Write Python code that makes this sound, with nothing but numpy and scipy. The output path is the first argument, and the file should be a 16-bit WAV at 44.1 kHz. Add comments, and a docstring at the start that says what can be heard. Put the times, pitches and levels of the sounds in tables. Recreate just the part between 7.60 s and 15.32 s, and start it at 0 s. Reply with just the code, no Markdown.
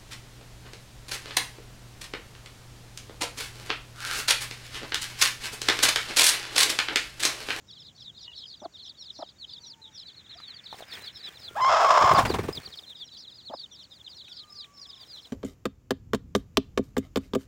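"""A farmyard with dry straw, close to a phone. Chicks peep throughout in near-sine whistles that arch and fall.
The hen clucks and coos softly, scrapes the straw, gives one harsh squawk and beats her wings. Her clucks
and squawk are trains of air puffs filtered by the resonances of her throat. Far off a cock crows twice;
one hoarse note buzzes early on; insects trill faintly over an open-air hush and a low rumble."""
import sys
import numpy as np
from scipy import signal
from scipy.fft import rfft, irfft
from scipy.io import wavfile
from scipy.ndimage import uniform_filter1d

SR = 44100
rng = np.random.default_rng(int(sys.argv[2]) if len(sys.argv) > 2 else 0)


def store_pcm(level_fs):
    """Save levels as 16-bit WAV."""
    pcm = np.round(np.clip(level_fs, -1, 1) * 32767).astype(np.int16)
    wavfile.write(sys.argv[1], SR, np.atleast_2d(pcm).T)


N = 340452


def chicks():
    """Superposition: around each near peep four fainter neighbours call, each with its own arch."""
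    # near peeps: t/s, duration/s, top f/Hz, level/dB
    peeps = [(0.078, 0.063, 5340, -54.5), (0.136, 0.049, 3840, -49.5), (0.203, 0.025, 4220, -54),
             (0.262, 0.04, 4200, -52), (0.384, 0.047, 4060, -51.5), (0.399, 0.086, 5530, -54),
             (0.458, 0.053, 3930, -47), (0.554, 0.047, 4230, -49), (0.582, 0.064, 5080, -51),
             (0.63, 0.045, 4100, -47.5), (0.725, 0.022, 3600, -52), (0.749, 0.083, 4510, -51),
             (0.771, 0.092, 5390, -51.5), (0.802, 0.043, 4170, -43.5), (0.871, 0.076, 5100, -50.5),
             (0.912, 0.047, 5020, -50.5), (1.008, 0.06, 6060, -51.5), (1.143, 0.032, 3870, -44),
             (1.18, 0.047, 4380, -50), (1.232, 0.032, 4300, -48), (1.252, 0.072, 6040, -51),
             (1.259, 0.026, 4130, -48), (1.382, 0.064, 4460, -49), (1.406, 0.091, 5670, -48),
             (1.495, 0.022, 4080, -41.5), (1.578, 0.075, 4220, -52.5), (1.587, 0.047, 5670, -46.5),
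             (1.67, 0.034, 4680, -55), (1.792, 0.059, 4520, -43), (1.88, 0.056, 4320, -53),
             (1.905, 0.072, 5100, -49.5), (2.008, 0.057, 4600, -51.5), (2.066, 0.08, 5820, -47),
             (2.231, 0.049, 3890, -48), (2.34, 0.073, 5820, -47), (2.384, 0.054, 4300, -44),
             (2.454, 0.049, 4100, -47.5), (2.563, 0.048, 4380, -49), (2.699, 0.052, 4200, -49),
             (2.747, 0.056, 5660, -48), (2.807, 0.092, 4130, -49.5), (2.872, 0.08, 4450, -47),
             (2.945, 0.062, 4720, -46.5), (3.042, 0.037, 4500, -44.5), (3.086, 0.042, 4720, -46),
             (3.109, 0.043, 4360, -47.5), (3.171, 0.066, 5500, -54), (3.3, 0.06, 4700, -44.5),
             (3.314, 0.021, 3900, -43), (3.422, 0.076, 4070, -45.5), (3.447, 0.052, 4990, -43),
             (3.548, 0.11, 5420, -50), (3.588, 0.084, 4530, -50), (3.646, 0.046, 4030, -36),
             (3.747, 0.039, 4240, -51), (3.818, 0.083, 5210, -47), (3.831, 0.067, 4360, -44),
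             (4.545, 0.047, 5033, -34), (4.684, 0.054, 4860, -38), (4.936, 0.049, 5070, -37),
             (5.053, 0.029, 4790, -39.5), (5.125, 0.027, 3880, -45), (5.172, 0.025, 4600, -42),
             (5.273, 0.063, 4140, -45), (5.376, 0.075, 5020, -48.5), (5.397, 0.045, 3770, -40),
             (5.47, 0.025, 4250, -50.5), (5.527, 0.049, 4540, -45.5), (5.594, 0.069, 5080, -48),
             (5.655, 0.052, 4220, -50), (5.746, 0.075, 4980, -52.5), (5.857, 0.046, 4400, -41.5),
             (5.938, 0.062, 5120, -48), (5.98, 0.082, 4850, -44.5), (6.114, 0.03, 3630, -48.5),
             (6.171, 0.061, 3890, -50), (6.215, 0.04, 5800, -46.5), (6.319, 0.081, 5060, -57),
             (6.446, 0.037, 4200, -43), (6.483, 0.066, 5020, -50.5), (6.573, 0.046, 4850, -48.5),
             (6.637, 0.045, 3740, -52.5), (6.679, 0.056, 4090, -48), (6.735, 0.11, 5520, -54),
             (6.756, 0.085, 4780, -46), (6.764, 0.033, 4220, -50), (6.915, 0.12, 5160, -47),
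             (6.974, 0.086, 5160, -44), (7.172, 0.1, 5350, -46), (7.279, 0.074, 5190, -49),
             (7.356, 0.12, 5400, -54), (7.404, 0.04, 3740, -51.5), (7.488, 0.1, 5020, -47),
             (7.572, 0.032, 4110, -46), (7.627, 0.033, 4220, -52.5)]
    out = np.zeros(N)
    draws = rng.random((len(peeps), 4, 4))
    for (s, length, top_hz, db), neighbours in zip(peeps, draws):
        peep(out, s, length, top_hz, db)
        for when, high, soft, arch in neighbours:
            top = 3800 + 2400 * high ** 3
            peep(out, s + .1 * when - .055, length=.02 + .04 * high, top_hz=top,
                 db=-50.5 - 16 * soft, bend=1.2 + 1.6 * arch, end_hz=1900 + .33 * top)
    return out


def peep(out, s, length, top_hz, db, bend=1.7, end_hz=3047):
    """Frequency modulation: a near-sine whistle hooks up, arches and falls ever faster, loudest late."""
    u = np.arange(-.22, 1.04, 1 / (length * SR))  # time / length, 0 at the top of the arch
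    fall = end_hz + (top_hz - end_hz) * (1 - np.maximum(u, 0) ** bend)
    hook = 1 - 2.2 * np.minimum(u, 0) ** 2
    hz = fall * hook * (1 + .006 * walk(300, len(u)) + .012 * walk(60, len(u)))
    along = (u - u[0]) / (u[-1] - u[0])
    envelope = np.sin(np.pi * along ** 1.53) ** .53 * undb(4.56 * walk(154, len(u)))
    envelope *= (3047 / fall) ** .43  # the high opening is thinner than the low end
    phase = 2 * np.pi * np.cumsum(hz) / SR
    tone = np.sin(phase) + undb(-33) * np.sin(2 * phase)
    add(out, np.sqrt(2) * undb(db) * envelope * tone, max(s + u[0] * length, 0))


def squawk():
    """Source and filter: the strained syrinx flips rapidly between two registers; the throat resonates."""
    # course of the cry: t/s, level/dB, bias to the low register (0-1), roughness (0-1)
    course = [(3.95, -48.5, 0, .1), (3.966, -29.5, 0, .3), (4.005, -28, 0.02, 0.37),
              (4.022, -18.5, 0.07, 0.03), (4.068, -17.5, 0.14, 0.19), (4.15, -18, 0.87, 0.23),
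              (4.21, -19, .5, .38), (4.5, -18, .15, .38), (4.55, -24.5, 0.52, 0.56),
              (4.585, -15.5, 0, 0.35), (4.64, -32, 0.42, 0.58)]
    # throat resonances: f/Hz, bandwidth/Hz, gain/dB
    formants = [(662, 210, 4), (1130, 241, 4.5), (1664, 210, -6), (2085, 170, -14.5), (2560, 380, -18.5),
                (3410, 740, -22.5), (5200, 390, -17), (7080, 820, -24.5)]
    high_hz, low_hz = 1060.6, 658.8
    t, db, low, rough = columns(course)
    flip = .5 + .5 * np.tanh(.85 * walk(230, len(t)))
    in_low = uniform_filter1d(1. * (flip < low), size=70)
    hz = (high_hz + in_low * (low_hz - high_hz)) * (1 + .2 * rough * walk(500, len(t)))
    hz *= 1 - .55 * np.exp(-(t - t[0]) / .025)  # the cry slides up into its pitch
    # puffs last as long in either register, so the slow ones are the sharper; weak effort rounds them
    effort = np.minimum(undb(db + 19.5), 1)
    puffs = air_puffs(hz, sharp=9 * effort * (high_hz / hz) ** 2)
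    breath = puffs * (1 + 3.2 * rough * rng.standard_normal(len(t)))
    voice = sum((-1) ** k * undb(g) * ring(breath, f, w) for k, (f, w, g) in enumerate(formants))
    voice = np.tanh(level(voice, -6))  # soft saturation evens the loudness and makes it harsh
    out = np.zeros(N)
    add(out, level(voice, 0) * undb(db + 5 * rough * walk(200, len(t))), t[0])
    return signal.sosfilt(signal.butter(2, 350, "high", fs=SR, output="sos"), out)


def clucks():
    """Pulses excite resonances: a creak slides up to a whistle, breaks and drops with a louder pop."""
    # clucks: t/s, duration/s, peak level/dB
    calls = [(1.018, 0.047, -27.5), (1.589, .048, -27), (5.898, .051, -25.5)]
    # pitch contour: share of the duration, f/Hz
    contour = [(0, 260), (.2, 290), (.28, 520), (.6, 926), (.8, 625), (1, 290)]
    out = np.zeros(N)
    for s, length, db in calls:
        u = np.arange(0, 1.2, 1 / (length * SR))
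        hz = np.interp(u, *np.transpose(contour)) * (1 + .14 * walk(250, len(u)))
        effort = (u < 1) * (.32 + np.exp(-((u - .82) / .1) ** 2))
        buzz = effort * air_puffs(hz, sharp=900 / hz)
        voice = ring(ring(buzz, 660, 520), 660, 520) + undb(1) * ring(buzz, 303, 150)
        add(out, undb(db) * voice / np.abs(voice).max(), s)
    return out


def coos():
    """Linear frequency glides: the hen's quiet, slightly wavering whistles."""
    # soft notes: t/s, duration/s, first f/Hz, last f/Hz, level/dB
    notes = [(2.748, 0.031, 640, 760, -54), (2.777, .026, 1165, 1400, -55.5),
             (3.859, 0.14, 1450, 1340, -55.5), (6.662, 0.15, 1457, 1424, -68)]
    out = np.zeros(N)
    for s, length, first_hz, last_hz, db in notes:
        size = int(length * SR)
        hz = np.linspace(first_hz, last_hz, size) * (1 + .01 * walk(150, size))
        tone = np.sin(2 * np.pi * np.cumsum(hz) / SR)
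        add(out, undb(db) * np.sqrt(2 * np.hanning(size)) * tone, s)
    return out


def wings():
    """Displaced air: each beat gives a hollow thump, a swish of feathers and a gust on the microphone."""
    # wing beats: t/s, thump gain/dB, swish gain/dB
    beats = [(4.434, -20.5, -56), (4.529, -18.5, -38), (4.589, -46, -25.5), (4.654, -36, -30),
             (4.7, -13.5, -36), (4.742, -23.5, -32.5), (4.789, -16.5, -38), (4.84, -32, -44.5),
             (4.886, -17.5, -42.5), (4.975, -37.5, -61), (5.073, -45, -60.5)]
    # spectrum of the swish: f/Hz, relative level/dB
    feathers = [(100, -15.5), (900, 2), (10000, -27), (15500, -34)]
    gust_peak_s, gust_spread_s = 4.62, .17  # the gusts swell and fade over the bout
    out, t = np.zeros(N), np.arange(int(.09 * SR)) / SR
    thump = np.sin(2 * np.pi * 400 * t) * np.exp(-((t - .008) / .0026) ** 2)
    for s, thump_db, swish_db in beats:
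        swish = level(colour(rng.standard_normal(len(t)), feathers), 7.74)
        swish *= np.exp(-np.abs(t - .006) / .015)
        add(out, undb(thump_db) * thump + undb(swish_db) * swish, s - .003)
        gust_db = -29 - 3 * ((s - gust_peak_s) / gust_spread_s) ** 2
        gust = level(noise_band(100, 220, len(t)), gust_db)
        add(out, gust * np.sin(np.pi * t / t[-1]) ** 2, s - .04)
    return out


def straw():
    """Friction and fracture: dry stalks scrape and crackle as each scuff of the feet swells and dies."""
    # scuffs: peak t/s, rise/s, crackle level/dB, scrape level/dB
    scuffs = [(2.9, 0.49, -76, -58), (3.19, 0.04, -46, -74), (3.38, 0.127, -51.5, -46),
              (3.68, .1, -63, -52.5), (3.82, .1, -59, -76), (4.6, 0.63, -42.5, -49.5),
              (5.0, 0.14, -58.5, -58.5), (6.5, 0.3, -65.5, -90), (7.55, 0.81, -63, -67.5)]
    # spectrum of the crackle: f/Hz, relative level/dB
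    spectrum = [(60, -26), (400, -3), (2000, -11.5), (9000, -15.5), (12000, -27), (15000, -15)]
    swell_db, fall_per_rise = 12.5, .73
    t = np.arange(N) / SR
    crackle_gain = scrape_gain = 0
    for s, rise, crackle_db, scrape_db in scuffs:
        drop_db = swell_db * np.maximum((s - t) / rise, (t - s) / (rise * fall_per_rise))
        crackle_gain += undb(crackle_db - drop_db)
        scrape_gain += undb(scrape_db - drop_db)
    grains = rng.standard_normal(N) * undb(4 * walk(500, N) + 2.5 * walk(25, N))
    scrape = noise_band(1900, 1700, N) * undb(2.5 * walk(60, N))
    return level(colour(grains, spectrum), 0) * crackle_gain + level(scrape, 0) * scrape_gain


def snaps():
    """Damped oscillation: a snapping straw or a knock rings briefly and leaves a tail of noise."""
    # snaps and knocks: t/s, level/dB, ring f/Hz
    impacts = [(2.802, -38.5, 1200), (3.128, -27.5, 880), (3.144, -32.5, 750), (3.206, -32, 680),
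               (3.224, -31, 666), (3.911, -36, 397), (6.682, -41, 2570), (7.045, -43.5, 2420)]
    out, t = np.zeros(N), np.arange(int(.06 * SR)) / SR
    for s, db, hz in impacts:
        tone = np.sin(2 * np.pi * hz * t) * np.exp(-t / .0023)
        tail = .5 * ring(rng.standard_normal(len(t)), hz, hz) * np.exp(-t / .016)
        add(out, undb(db) * (tone + tail), s)
    return out


def cock():
    """Attenuation with distance thins each crow to a falling, throbbing note with a weak octave."""
    # crows: t/s, duration/s, first f/Hz, first level/dB, last level/dB
    crows = [(1.854, 0.51, 996, -76, -65.5), (6.75, 0.762, 1268, -62, -70.5)]
    sag_hz_per_s = 310
    out = np.zeros(N)
    for s, length, first_hz, first_db, last_db in crows:
        t = np.arange(int(length * SR)) / SR
        waver = 1 + .0084 * walk(60, len(t)) + .0088 * walk(19, len(t))
        phase = 2 * np.pi * np.cumsum((first_hz - sag_hz_per_s * t) * waver) / SR
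        tone = np.sin(phase) + undb(-20.5) * np.sin(2 * phase)
        db = np.linspace(first_db, last_db, len(t)) + 2.5 * walk(45, len(t))
        add(out, np.sqrt(2) * undb(db) * tone * signal.windows.tukey(len(t), .3), s)
    return out


def hoarse_note():
    """Random amplitude modulation roughens a short note that is strongest at its third harmonic."""
    size = int(.11 * SR)
    phase = 2 * np.pi * np.cumsum(960 * (1 + .012 * walk(300, size))) / SR
    note = np.sin(3 * phase) + undb(-20.5) * (np.sin(phase) + np.sin(2 * phase))
    out = np.zeros(N)
    add(out, note * undb(-48.5 + 6.4 * walk(185, size)) * np.hanning(size), s=.635)
    return out


def insects():
    """Impulse excitation: two trains of quick clicks ring a resonance; one fades as the other grows."""
    # distant trills: click rate/Hz, first level/dB, last level/dB
    trills = [(102.4, -81, -92), (92.5, -88, -77)]
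    out = 0
    for rate, first_db, last_db in trills:
        rising = air_puffs(np.full(N, rate), sharp=10) > 0
        clicks = np.diff(1. * rising, prepend=0).clip(0)  # one a cycle
        trill = level(ring(clicks, hz=6950, width_hz=300), 0)
        out += trill * undb(np.linspace(first_db, last_db, N) + 2 * walk(20, N))
    return out


def yard():
    """Ambient noise: a broadband open-air hush under a low rumble that comes and goes."""
    # spectrum of the hush: f/Hz, relative level/dB
    spectrum = [(18, -46), (30, -26), (64, -6), (114, -5), (680, -19), (2700, -24), (4500, -27),
                (7000, -22), (8000, -32), (11300, -44), (15500, -36)]
    # course of the rumble: t/s, level/dB
    course = [(0, -68), (.5, -60.5), (.7, -82), (3.298, -67.5), (4.3, -51.5), (4.6, -41.5), (5.199, -85),
              (7.72, -91)]
    hush = level(colour(rng.standard_normal(N), spectrum), -62)
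    rumble_db = np.interp(np.arange(N) / SR, *np.transpose(course)) + 2.5 * walk(7.2, N)
    return hush + level(noise_band(110, 110, N), 0) * undb(rumble_db)


def scatter(near):
    """Diffuse reflection: ground, bush and sacks return a faint, quickly decaying copy of near sounds."""
    t = np.arange(int(.12 * SR)) / SR
    response = undb(-43) * rng.standard_normal(len(t)) * np.exp(-t / .011)
    return signal.fftconvolve(near, response)[:N]


def air_puffs(hz, sharp):
    """Pulsed flow: a puff per cycle, of one size at any pitch; sharper puffs carry more overtones."""
    flow = np.exp(sharp * (np.cos(2 * np.pi * np.cumsum(hz) / SR) - 1))
    return np.diff(flow, prepend=flow[0]) / hz


def ring(x, hz, width_hz):
    """Two-pole resonance, gain 1 at the centre."""
    return signal.lfilter(*signal.iirpeak(hz, hz / width_hz, SR), x)


def noise_band(hz, width_hz, size):
    """White noise through two equal resonances in cascade."""
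    return ring(ring(rng.standard_normal(size), hz, width_hz), hz, width_hz)


def colour(x, points):
    """Spectral shaping by a curve of points: f/Hz, gain/dB."""
    hz, db = np.transpose(points)
    f = np.maximum(np.fft.rfftfreq(len(x), 1 / SR), 1)
    return irfft(rfft(x) * undb(np.interp(np.log(f), np.log(hz), db)), len(x))


def walk(rate, size):
    """Random fluctuation: values held 1 / rate s and slewed; spread near 1."""
    hold = max(int(SR / rate), 1)
    steps = np.repeat(rng.standard_normal(size // hold + 1), hold)
    return 1.2 * uniform_filter1d(steps, hold)[:size]


def columns(table):
    """Linear interpolation: the sample times of a table's span and its columns drawn over them."""
    s, *rest = np.transpose(table)
    t = np.arange(int(s[0] * SR), min(int(s[-1] * SR), N)) / SR
    return (t, *[np.interp(t, s, c) for c in rest])


def undb(db):
    """Amplitude ratio of a level in dB."""
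    return 10 ** (np.asarray(db) / 20)


def level(x, db):
    """Scales x to an RMS level in dB."""
    return x * undb(db) / np.sqrt(np.mean(x ** 2))


def add(out, x, s):
    """Superposes x on out from second s."""
    i = min(int(s * SR), N)
    out[i:i + len(x)] += x[:N - i]


def scene():
    """Superposition of the near sources, their reflections and the background, in one channel."""
    near = chicks() + squawk() + clucks() + coos() + wings() + straw() + snaps()
    return (near + scatter(near) + cock() + hoarse_note() + insects() + yard())[None]


def record(dry):
    """Band limiting: the phone cuts the top with a steep low-pass."""
    cutoff_hz = 15800
    return signal.sosfilt(signal.ellip(10, .2, 70, cutoff_hz, fs=SR, output="sos"), dry)


dry = scene()
out = record(dry)
store_pcm(out)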